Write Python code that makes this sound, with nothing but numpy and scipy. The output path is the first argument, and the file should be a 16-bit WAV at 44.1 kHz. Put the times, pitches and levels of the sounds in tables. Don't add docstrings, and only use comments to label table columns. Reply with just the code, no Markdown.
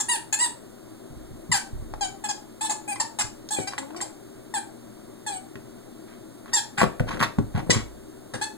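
import sys
import numpy as np
from scipy import signal
from scipy.fft import rfft, irfft, next_fast_len
from scipy.io import wavfile

SR = 44100
rng = np.random.default_rng(int(sys.argv[2]) if len(sys.argv) > 2 else 0)


def master_out(mix):
    frames = np.transpose(np.atleast_2d(mix))
    ceiling = np.clip(frames, -1, 1)
    pcm = np.round(ceiling * 32767).astype(np.int16)
    wavfile.write(sys.argv[1], SR, pcm)


N = 377937


def from_db(db):
    return 10 ** (np.asarray(db) / 20)


def rms_one(x):
    return x / np.sqrt(np.mean(x ** 2) + 1e-20)


def peak_one(x):
    return x / np.abs(x).max()


def at_hz(points, hz):
    f, value = np.transpose(points)
    return np.interp(np.log(np.maximum(hz, 1)), np.log(np.maximum(f, 1)), value)


def bin_hz(size):
    return np.arange(size // 2 + 1) * SR / size


def coloured(x, spectrum):
    size = x.shape[-1]
    gain = from_db(at_hz(spectrum, bin_hz(size)))
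    return irfft(rfft(x) * gain, size)


def wobble(t, per_s):
    return np.interp(t * per_s, np.arange(1024), rng.standard_normal(1024))


def grit(size):
    return rng.standard_normal(SR // 2)[:size]


def resonance(x, hz, width_hz):
    r = np.exp(-np.pi * width_hz / SR)
    feedforward = np.array([1, 0, -1]) * (1 - r * r) / 2
    feedback = [1, -2 * r * np.cos(2 * np.pi * hz / SR), r * r]
    return signal.lfilter(feedforward, feedback, x)


def knock(t, hz, damping):
    return peak_one(np.sin(2 * np.pi * hz * t) * np.exp(-np.pi * damping * hz * t))


def add(out, s, sound):
    at = max(int(s * SR), 0)
    out[..., at:at + sound.shape[-1]] += sound[..., :N - at]


REST_HZ = 738
FIRST_PRESSURE = 0.52
LOUDER_DB_PER_HZ = 0.04


def reed_course(t, length, rise_s, top_hz, end_hz, bend):
    rise_s = np.clip(rise_s, .001, .9 * length)
    swell_hz = (top_hz - REST_HZ) * (1 - FIRST_PRESSURE) * np.maximum(1 - t / rise_s, 0) ** 2
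    emptied = np.clip((t - rise_s) / (length - rise_s), 0, 1)
    sag = 1 - (1 - emptied) ** max(bend, .1)
    pitch = top_hz - swell_hz - (top_hz - end_hz) * sag
    effort_db = -LOUDER_DB_PER_HZ * (swell_hz + (top_hz - end_hz) * emptied)
    return pitch, effort_db


# f/Hz, level/dB
REED_MODES = [(500, -11.5), (850, 4.5), (1750, 5), (2600, -6.5), (3000, -5), (3450, -1), (3850, -5.5),
              (4300, -0.5), (4800, 1), (5400, -2.5), (6000, -0.5), (6500, -11), (7000, -2.5), (7700, 1),
              (8100, -0.5), (8450, -1), (8850, -4), (9250, -5), (10400, -6.5), (11300, -22.5),
              (12800, -17.5), (14400, -22), (15200, -25)]
# f/Hz, level/dB
JET_COLOUR = [(700, 3), (3000, -6.5), (9000, -10), (12000, -22)]
JET_SHARE = .6
WAVER = .005
CHATTER, ROUGH_CHATTER, CHATTER_PER_S = .25, 1.3, 130
ATTACK_S = .0025


def squeak(length, rise_s, top_hz, end_hz, bend, level_db, octave_db, third_db, lower_db, upper_db, treble_db,
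           whistle_hz, whistle_db, rough, flutter=0.023, patchy_db=6, surge_db=2.1,
           whistle_width_hz=330, release_s=0.0035):
    t = np.arange(int((length + .03) * SR)) / SR
    glide, effort_db = reed_course(t, length, rise_s, top_hz, end_hz, bend)
    pitch = glide * (1 + WAVER * wobble(t, 148.6) + flutter * rough * wobble(t, 953))
    phase = 2 * np.pi * np.cumsum(pitch) / SR
    k = np.arange(1, 20)[:, None]

    # f/Hz, level/dB
    jaws = [(1150, 0), (1450, octave_db), (2000, octave_db), (2250, third_db), (2900, third_db),
            (3200, lower_db), (4300, lower_db), (4700, upper_db), (6100, upper_db), (6600, treble_db)]
    outlet = [(whistle_hz - 2 * whistle_width_hz, 0), (whistle_hz - whistle_width_hz / 2, whistle_db),
              (whistle_hz + whistle_width_hz / 2, whistle_db), (whistle_hz + 2 * whistle_width_hz, 0)]

    folds = np.tanh([wobble(t, 46.8) for _ in k])
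    crumple_db = patchy_db * np.minimum(k / 4, 1) * folds
    filter_db = at_hz(REED_MODES, k * pitch) + at_hz(jaws, k * pitch) + at_hz(outlet, k * pitch)
    strength = from_db(filter_db + crumple_db)
    strength /= np.sqrt(np.sum(strength ** 2, axis=0))

    uneven = 1 + 2.23 * rough * (k > 2) * np.cos(phase / 2 + wobble(t, 34))
    chatter_depth = (CHATTER + ROUGH_CHATTER * rough) * np.minimum((k - 1) / 7, 1)
    chatter = chatter_depth * np.array([wobble(t, CHATTER_PER_S) for _ in k])
    start_phase = rng.uniform(0, 2 * np.pi, k.shape)
    tone = np.sum(strength * uneven * np.sin(k * phase + chatter + start_phase), axis=0)

    jet = grit(len(t)) * (1 + np.cos(phase))
    for colour in (JET_COLOUR, REED_MODES, jaws, outlet):
        jet = coloured(jet, colour)
    voice = rms_one(rms_one(tone) + JET_SHARE * rough * rms_one(jet))
    gate = np.minimum(t / ATTACK_S, 1) * np.exp(-np.maximum(t - length, 0) / release_s)
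    unsteady_db = surge_db * np.tanh(wobble(t, 89))
    return voice * gate * from_db(level_db + effort_db + unsteady_db)


MUZZLE_PAN_DB = 2.5
# octave/dB, third overtone/dB, lower middle/dB, upper middle/dB, treble/dB;
# outlet whistle f/Hz, whistle level/dB, roughness (0-1)
BITES = [(0.0, 0.01, 0.0009, 894, 824, 0.61, -19, 1.5, 1, 6, 5, 8, 7100, 7.4, 0.33),
         (.084, 0.079, 0.016, 978.3, 780, 0.57, -20, -0.5, 5.5, -1, -7, 2.5, 9300, 9.8, 0.099),
         (.325, 0.019, 0.012, 878, 810, 1.1, -16.5, 4, 11, 6, -2, 8, 6840, 13.4, 0.17),
         (.387, .076, 0.0406, 987, 850, .5, -21, 1, 7.5, -0.5, -4.5, 2.5, 8120, 9.2, 0.13),
         (1.515, 0.064, 0.00073, 1032, 768, 2.6, -16.5, 0.5, 5, -3.5, -3, -1, 7430, 6.5, 0.23),
         (2.008, 0.049, 0.0017, 835, 761, 1.42, -24, -14, -7, -6.5, -9, -13, 6820, 18.5, 0.097),
         (2.238, .026, 0.0022, 875, 818, 1.23, -26, -8.5, -3, -1, -15, -6, 7800, 6.3, 0.27),
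         (2.286, 0.027, 0.01, 853, 810, 0.94, -26, -9.5, -5, -9, -0.5, -10, 7050, 18, 0.22),
         (2.608, 0.062, 0.027, 891, 843, 0.72, -24.5, -10.5, -2, -6.5, -11, -5, 7700, 5.1, 0.22),
         (2.694, 0.032, 0.021, 869, 835, 1, -24, -11, -5.5, -8, -14, -7, 7240, 17.6, 0.43),
         (2.876, 0.056, 0.026, 848, 789, 2, -28, -11, 6, -16, -11, -4, 8260, 5.5, 0.072),
         (2.956, 0.0075, .003, 1080, 1000, 0.69, -33.5, 6, -7, -6, -11, -19, 7700, 10, 0.24),
         (2.998, 0.017, 0.0047, 927, 868, 0.94, -18, -4.5, -4, -5.5, -2.5, -6.5, 7660, 13, 0.4),
         (3.186, 0.034, 0.00096, 897, 815, 2.22, -21, -3, 5.5, -3.5, 2.5, 0.5, 7700, 8.7, 0.65),
         (3.505, 0.047, 0.026, 868, 834, 1.6, -26.5, -4.5, -10, -1, -5.5, 1, 7880, 5.5, .12),
         (3.563, 0.074, .0026, 816, 748, 1.9, -31, -13, 5, -11, -13, -8.5, 8000, 13, .04),
         (3.672, 0.017, .002, 806, 778, 1.04, -26, -5, 6.5, -6, -6, -5.5, 7600, 8.1, 0.24),
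         (3.78, 0.0087, 0.0017, 860, 830, 1.4, -25.5, -10, -17, -3.5, -8, -8, 7600, 9.5, 0.58),
         (3.961, 0.015, 0.0045, 778, 726, 0.69, -35, -15, 7, -7, -4, -8, 8050, 15, .11),
         (4.009, 0.0098, 0.0035, 1094, 986, 1.06, -24, -1, 4, 4, 5, 4.5, 8000, 13, .3),
         (4.021, 0.0117, 0.0015, 833, 782, 1, -27, -17, -6, -19, -11, -9, 7750, 12, 0.14),
         (4.538, 0.044, .001, 914, 791, 1.6, -23, -6, -7.5, -4, -15, -6.5, 7960, 10, 0.11),
         (5.263, 0.031, 0.0013, 878, 816, 1.3, -27, -4, -5, -5.5, -10, -5, 7880, 10, 0.13),
         (5.3, 0.073, 0.0019, 842, 738, 1.68, -31, -18, -5, -10, -17, -10, 8120, 13, 0.055),
         (6.531, 0.061, 0.011, 950, 796, 1.1, -18.5, 3, -2, 5.5, 7, 2.5, 7400, 8.8, 0.11),
         (6.775, 0.048, 0.013, 821, 795, 1, -26, 1.5, 3, -11, -11, -10.5, 7900, 12, 0.24),
         (7.7, 0.016, 0.0072, 1011, 931, 1, -14.5, 10, 17.5, 18.5, 11, 1.5, 7390, 25, 0.43),
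         (7.722, 0.025, 0.0083, 1143, 1042, 0.47, -22.5, 2, 10.5, 5, -1, 1, 7300, 13, .15),
         (8.336, 0.021, 0.0031, 862, 784, 1.06, -28, 5, 2, -3, -5, -6, 8500, 5.6, 1),
         (8.412, 0.029, 0.023, 870, 857, 1.1, -23, -1.5, 2, -3.5, -5.5, -8.5, 7800, 7.2, 0.15)]


def squeaker():
    out = np.zeros(N)
    for s, *bite in BITES:
        add(out, s, squeak(*bite))
    return from_db([[MUZZLE_PAN_DB / 2], [-MUZZLE_PAN_DB / 2]]) * out


# f/Hz, relative level/dB per Hz
AIR_COLOUR = [(20, -9), (60, -9), (90, -12), (110, -2), (145, -7), (190, -6), (235, 3.5), (270, -4),
              (318, 5.5), (350, -2), (385, 3.5), (450, -10), (680, -9), (820, -15), (1400, -17),
              (1850, -22.5), (2600, -26), (3600, -24), (5500, -27), (8500, -24), (12000, -31),
              (16000, -28.5)]
AIR_DB = -45.5
# f/Hz, level/dB
HUM_TONES = [(119.5, -59), (237, -61), (317.6, -57.5), (387.6, -63), (12937, -95)]


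def room_air(likeness=0.91):
    common, apart = rng.standard_normal((2, N))
    alike = np.clip(likeness, 0, 1)
    both_sides = np.sqrt(1 + alike) * common + np.sqrt(1 - alike) * apart * [[1], [-1]]
    air = coloured(both_sides, AIR_COLOUR)
    t = np.arange(N) / SR
    hum = sum(from_db(db) * np.sqrt(2) * np.sin(2 * np.pi * hz * t) for hz, db in HUM_TONES)
    return from_db(AIR_DB) * rms_one(air) + hum


# t/s, level/dB, centre f/Hz
HARD_CONTACTS = [(0.783, -45, 1500), (1.938, -21.5, 895), (3.211, -17.5, 1390), (3.489, -17.5, 4950),
                 (3.587, -14, 376), (3.735, -19, 1270), (3.78, -13, 1900), (3.83, -31, 1160),
                 (3.947, -28, 1050), (4.005, -24, 1910), (4.012, -30, 1000), (5.556, -28.5, 1680),
                 (5.785, -44, 1480), (6.459, -32, 1250), (6.7833, -14, 1600), (6.791, -22, 1650),
                 (6.805, -8.5, 1520), (6.81, -11, 1300), (6.815, -4.5, 1110), (6.819, -10.5, 684),
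                 (6.825, -17, 620), (6.832, -9, 450), (6.84, -11.5, 1110), (6.858, -32, 900),
                 (6.997, -18, 1550), (7.002, -29, 1800), (7.004, -16, 510), (7.071, -32, 595),
                 (7.108, -20, 1000), (7.171, -22.5, 1320), (7.2035, -10, 1440), (7.2123, -5.5, 1420),
                 (7.22, -12, 1260), (7.2265, -5.5, 1040), (7.234, -6.5, 1220), (7.2362, -18, 4250),
                 (7.386, -17, 1010), (7.578, -19.5, 620), (7.59, -35, 1200), (7.697, -10, 420),
                 (7.706, -10, 2050), (7.729, -29, 1180), (8.343, -23.5, 487)]


def clacks(damping=0.36, crunch_db=-8, crunch_s=0.0047, crunch_damping=0.28, snap_db=-16.0, snap_s=0.0013,
           snap_hz=3500):
    out, t = np.zeros(N), np.arange(SR // 25) / SR
    for s, level_db, hz in HARD_CONTACTS:
        crunch = peak_one(resonance(grit(len(t)) * np.exp(-t / crunch_s), hz, crunch_damping * hz))
        snap = peak_one(resonance(grit(len(t)) * np.exp(-t / snap_s), snap_hz, snap_hz))
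        body = peak_one(resonance(knock(t, hz, damping), hz, 2 * hz))
        clack = body + from_db(crunch_db) * crunch + from_db(snap_db) * snap
        add(out, s, from_db(level_db) * clack)
    return out


# t/s, level/dB, centre f/Hz
LANDINGS = [(1.102, -35, 109), (1.161, -35.5, 70.5), (1.309, -37.5, 130.6), (1.494, -27, 158),
            (1.73, -25, 77.5), (1.911, -34, 81), (3.24, -38, 97), (3.587, -22, 276), (5.554, -30.5, 229),
            (6.782, -27.5, 216), (6.817, -18.5, 260), (6.831, -12.5, 285), (7.002, -16, 133),
            (7.132, -30, 169), (7.206, -21, 237), (7.385, -9, 189), (7.547, -17.5, 141),
            (7.569, -19.5, 183), (7.694, -12, 222), (7.759, -18.5, 132), (8.339, -27, 270)]
# f/Hz, relative level/dB, decay time t60/s
FLOOR_MODES = [(31.2, 10, 1), (59, -6, 0.82), (80.7, 1, 0.19), (109.8, 0, 0.21), (138, -5, 0.26),
               (176.5, -2.5, 0.11), (218.4, -1, 0.14), (242.6, -1, 0.15), (309.3, 2, 0.093),
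               (391, 6.5, 0.069), (546, 0.5, 0.065)]


def thuds(spread_octaves=0.99, chance_db=4.0, boom_db=-2.0, pad_db=-2.0, pad_damping=0.52, contact_s=0.0048):
    out, t = np.zeros(N), np.arange(SR // 3) / SR
    hz, mode_db, t60 = np.array(FLOOR_MODES).T[:, :, None]
    contact = 1 - np.exp(-t / contact_s)
    for s, level_db, centre_hz in LANDINGS:
        reach = np.exp(-(np.log2(hz / centre_hz) / spread_octaves) ** 2 / 2)
        strength = reach * from_db(mode_db + chance_db * rng.standard_normal(hz.shape))
        sign = rng.choice([-1, 1], hz.shape)
        ringing = from_db(-60 * t / t60) * np.sin(2 * np.pi * hz * t)
        boom = peak_one(contact * np.sum(strength * sign * ringing, axis=0))
        pat = peak_one(contact * knock(t, centre_hz, pad_damping))
        add(out, s, from_db(level_db) * (from_db(boom_db) * boom + from_db(pad_db) * pat))
    return out


# t/s, length/s, level/dB, centre f/Hz
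DRAGS = [(1.737, 0.128, -43, 50), (3.712, 0.021, -45, 1000), (3.789, 0.37, -52, 550),
         (6.052, 0.15, -57.5, 1220), (6.465, 0.09, -50, 1000), (6.77, 0.046, -31.5, 1370),
         (6.806, 0.053, -26.5, 840), (6.808, 0.11, -39, 50), (7.045, 0.28, -37.5, 150),
         (7.06, 0.12, -36.5, 1020), (7.192, 0.016, -33, 1280), (7.217, 0.037, -25, 1230),
         (7.535, 0.083, -36.5, 740), (7.562, 0.28, -40, 149), (7.694, 0.14, -36.5, 1000)]


def scuffs(grain_db=6, grains_per_s=220, snags_per_s=200, snag_db=-3.5, damping=0.71, fibre_db=-23):
    out = np.zeros(N)
    for s, length, level_db, hz in DRAGS:
        t = np.arange(int(length * SR)) / SR
        snags = grit(len(t)) * (rng.random(SR // 2)[:len(t)] < snags_per_s / SR)
        rubbing = grit(len(t)) * from_db(grain_db * wobble(t, grains_per_s))
        grains = rms_one(rubbing) + from_db(snag_db) * rms_one(snags)
        body = resonance(resonance(grains, hz, damping * hz), hz, 4.7 * hz)
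        fibres = resonance(resonance(grains, 8500, 2400), 8500, 2400)
        rub = rms_one(body) + from_db(fibre_db) * rms_one(fibres)
        add(out, s, from_db(level_db) * rms_one(rub * np.sin(np.pi * t / length)))
    return out


# t/s, pitch f/Hz, level/dB
WHINE_COURSE = [(3.761, 243, -62), (3.79, 258.5, -39), (3.868, 279, -44.5), (3.92, 309.5, -44.5),
                (3.97, 358.4, -38), (4.012, 337, -45), (4.05, 317, -70)]


def whine(overtone_db=(0, -6, -13, -18), jitter=0.0235):
    out, (s, hz, level_db) = np.zeros(N), np.transpose(WHINE_COURSE)
    t = np.arange(int((s[-1] - s[0]) * SR)) / SR
    pitch = np.interp(t + s[0], s, hz) * (1 + jitter * wobble(t, 81.2))
    phase = 2 * np.pi * np.cumsum(pitch) / SR
    note = sum(from_db(db) * np.sin((k + 1) * phase) for k, db in enumerate(overtone_db))
    add(out, s[0], rms_one(note) * from_db(np.interp(t + s[0], s, level_db)))
    return out


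# f/Hz, t60/s
ROOM_DECAY = [(100, 0.24), (600, 0.34), (1600, 0.28), (4200, 0.28), (11000, 0.26)]


def living_room(x, wet_db, early_db, early_s=0.006, gap_s=0.000883, apart=0.36):
    t = np.arange(SR // 2) / SR
    white = rng.standard_normal(len(t)) + apart * rng.standard_normal((2, len(t)))
    hz, spectrum = bin_hz(len(t)), rfft(white)
    centres, t60s = np.transpose(ROOM_DECAY)
    tail = 0
    for share, t60 in zip(np.eye(len(t60s)), t60s):
        band = irfft(spectrum * at_hz(np.c_[centres, share], hz), len(t))
        tail = tail + band * from_db(-60 * t / t60)
    echoes = rng.standard_normal(len(t)) + apart * rng.standard_normal((2, len(t)))
    early = echoes * np.exp(-t / early_s)
    after_gap = t > gap_s
    response = from_db(wet_db) * rms_one(tail * after_gap) + from_db(early_db) * rms_one(early * after_gap)
    response /= np.sqrt(len(t))
    response[:, 0] += 1
    response /= np.sqrt(np.sum(response ** 2) / 2)
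    return signal.fftconvolve(x * np.ones((2, 1)), response, axes=1)[:, :N]


def scene():
    toy = living_room(squeaker(), wet_db=-1.0, early_db=0.0, apart=0.85)
    knocks = living_room(clacks() + scuffs() + whine(), wet_db=-7.0, early_db=-4.5, apart=0.97)
    paws = living_room(thuds(), wet_db=-7.5, early_db=-8.0, apart=1.0)
    return toy + knocks + paws + room_air()


# f/Hz, phase/rad
PHASE_SPREAD = [(0, 0), (30, 1.9), (130, 1.6), (230, 1.3), (400, 1.7), (550, 2.9), (680, 4.6), (860, 5.3),
                (1080, 6.2), (1900, 6.5), (2450, 9.2), (3050, 9.6), (3800, 12.3), (4450, 12.9),
                (5000, 15.4), (5850, 16), (6500, 18.4), (7250, 19.1), (7900, 21.9), (8600, 24.9),
                (9300, 25.3), (10200, 28.3), (16000, 42.5)]
# f/Hz, left minus right/dB
LEVEL_SPREAD = [(30, -2), (90, -2), (220, 3.5), (400, 4), (550, 16.5), (720, 10.5), (1000, -1), (3000, 0),
                (7000, 0), (9500, -7.5), (14000, -2.5)]
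STOPBAND_HZ = 16700


def record(dry):
    size = next_fast_len(N + SR // 10)
    hz = bin_hz(size)
    balance_db = at_hz(LEVEL_SPREAD, hz)
    phase_gap = np.interp(hz, *np.transpose(PHASE_SPREAD))
    channels = np.array([from_db(balance_db / 2), from_db(-balance_db / 2) * np.exp(-1j * phase_gap)])
    heard = irfft(rfft(dry, size) * channels, size)[:, :N]
    low_pass = signal.cheby2(14, 70, STOPBAND_HZ, fs=SR, output="sos")
    return signal.sosfilt(low_pass, heard)


dry = scene()
out = record(dry)
master_out(out)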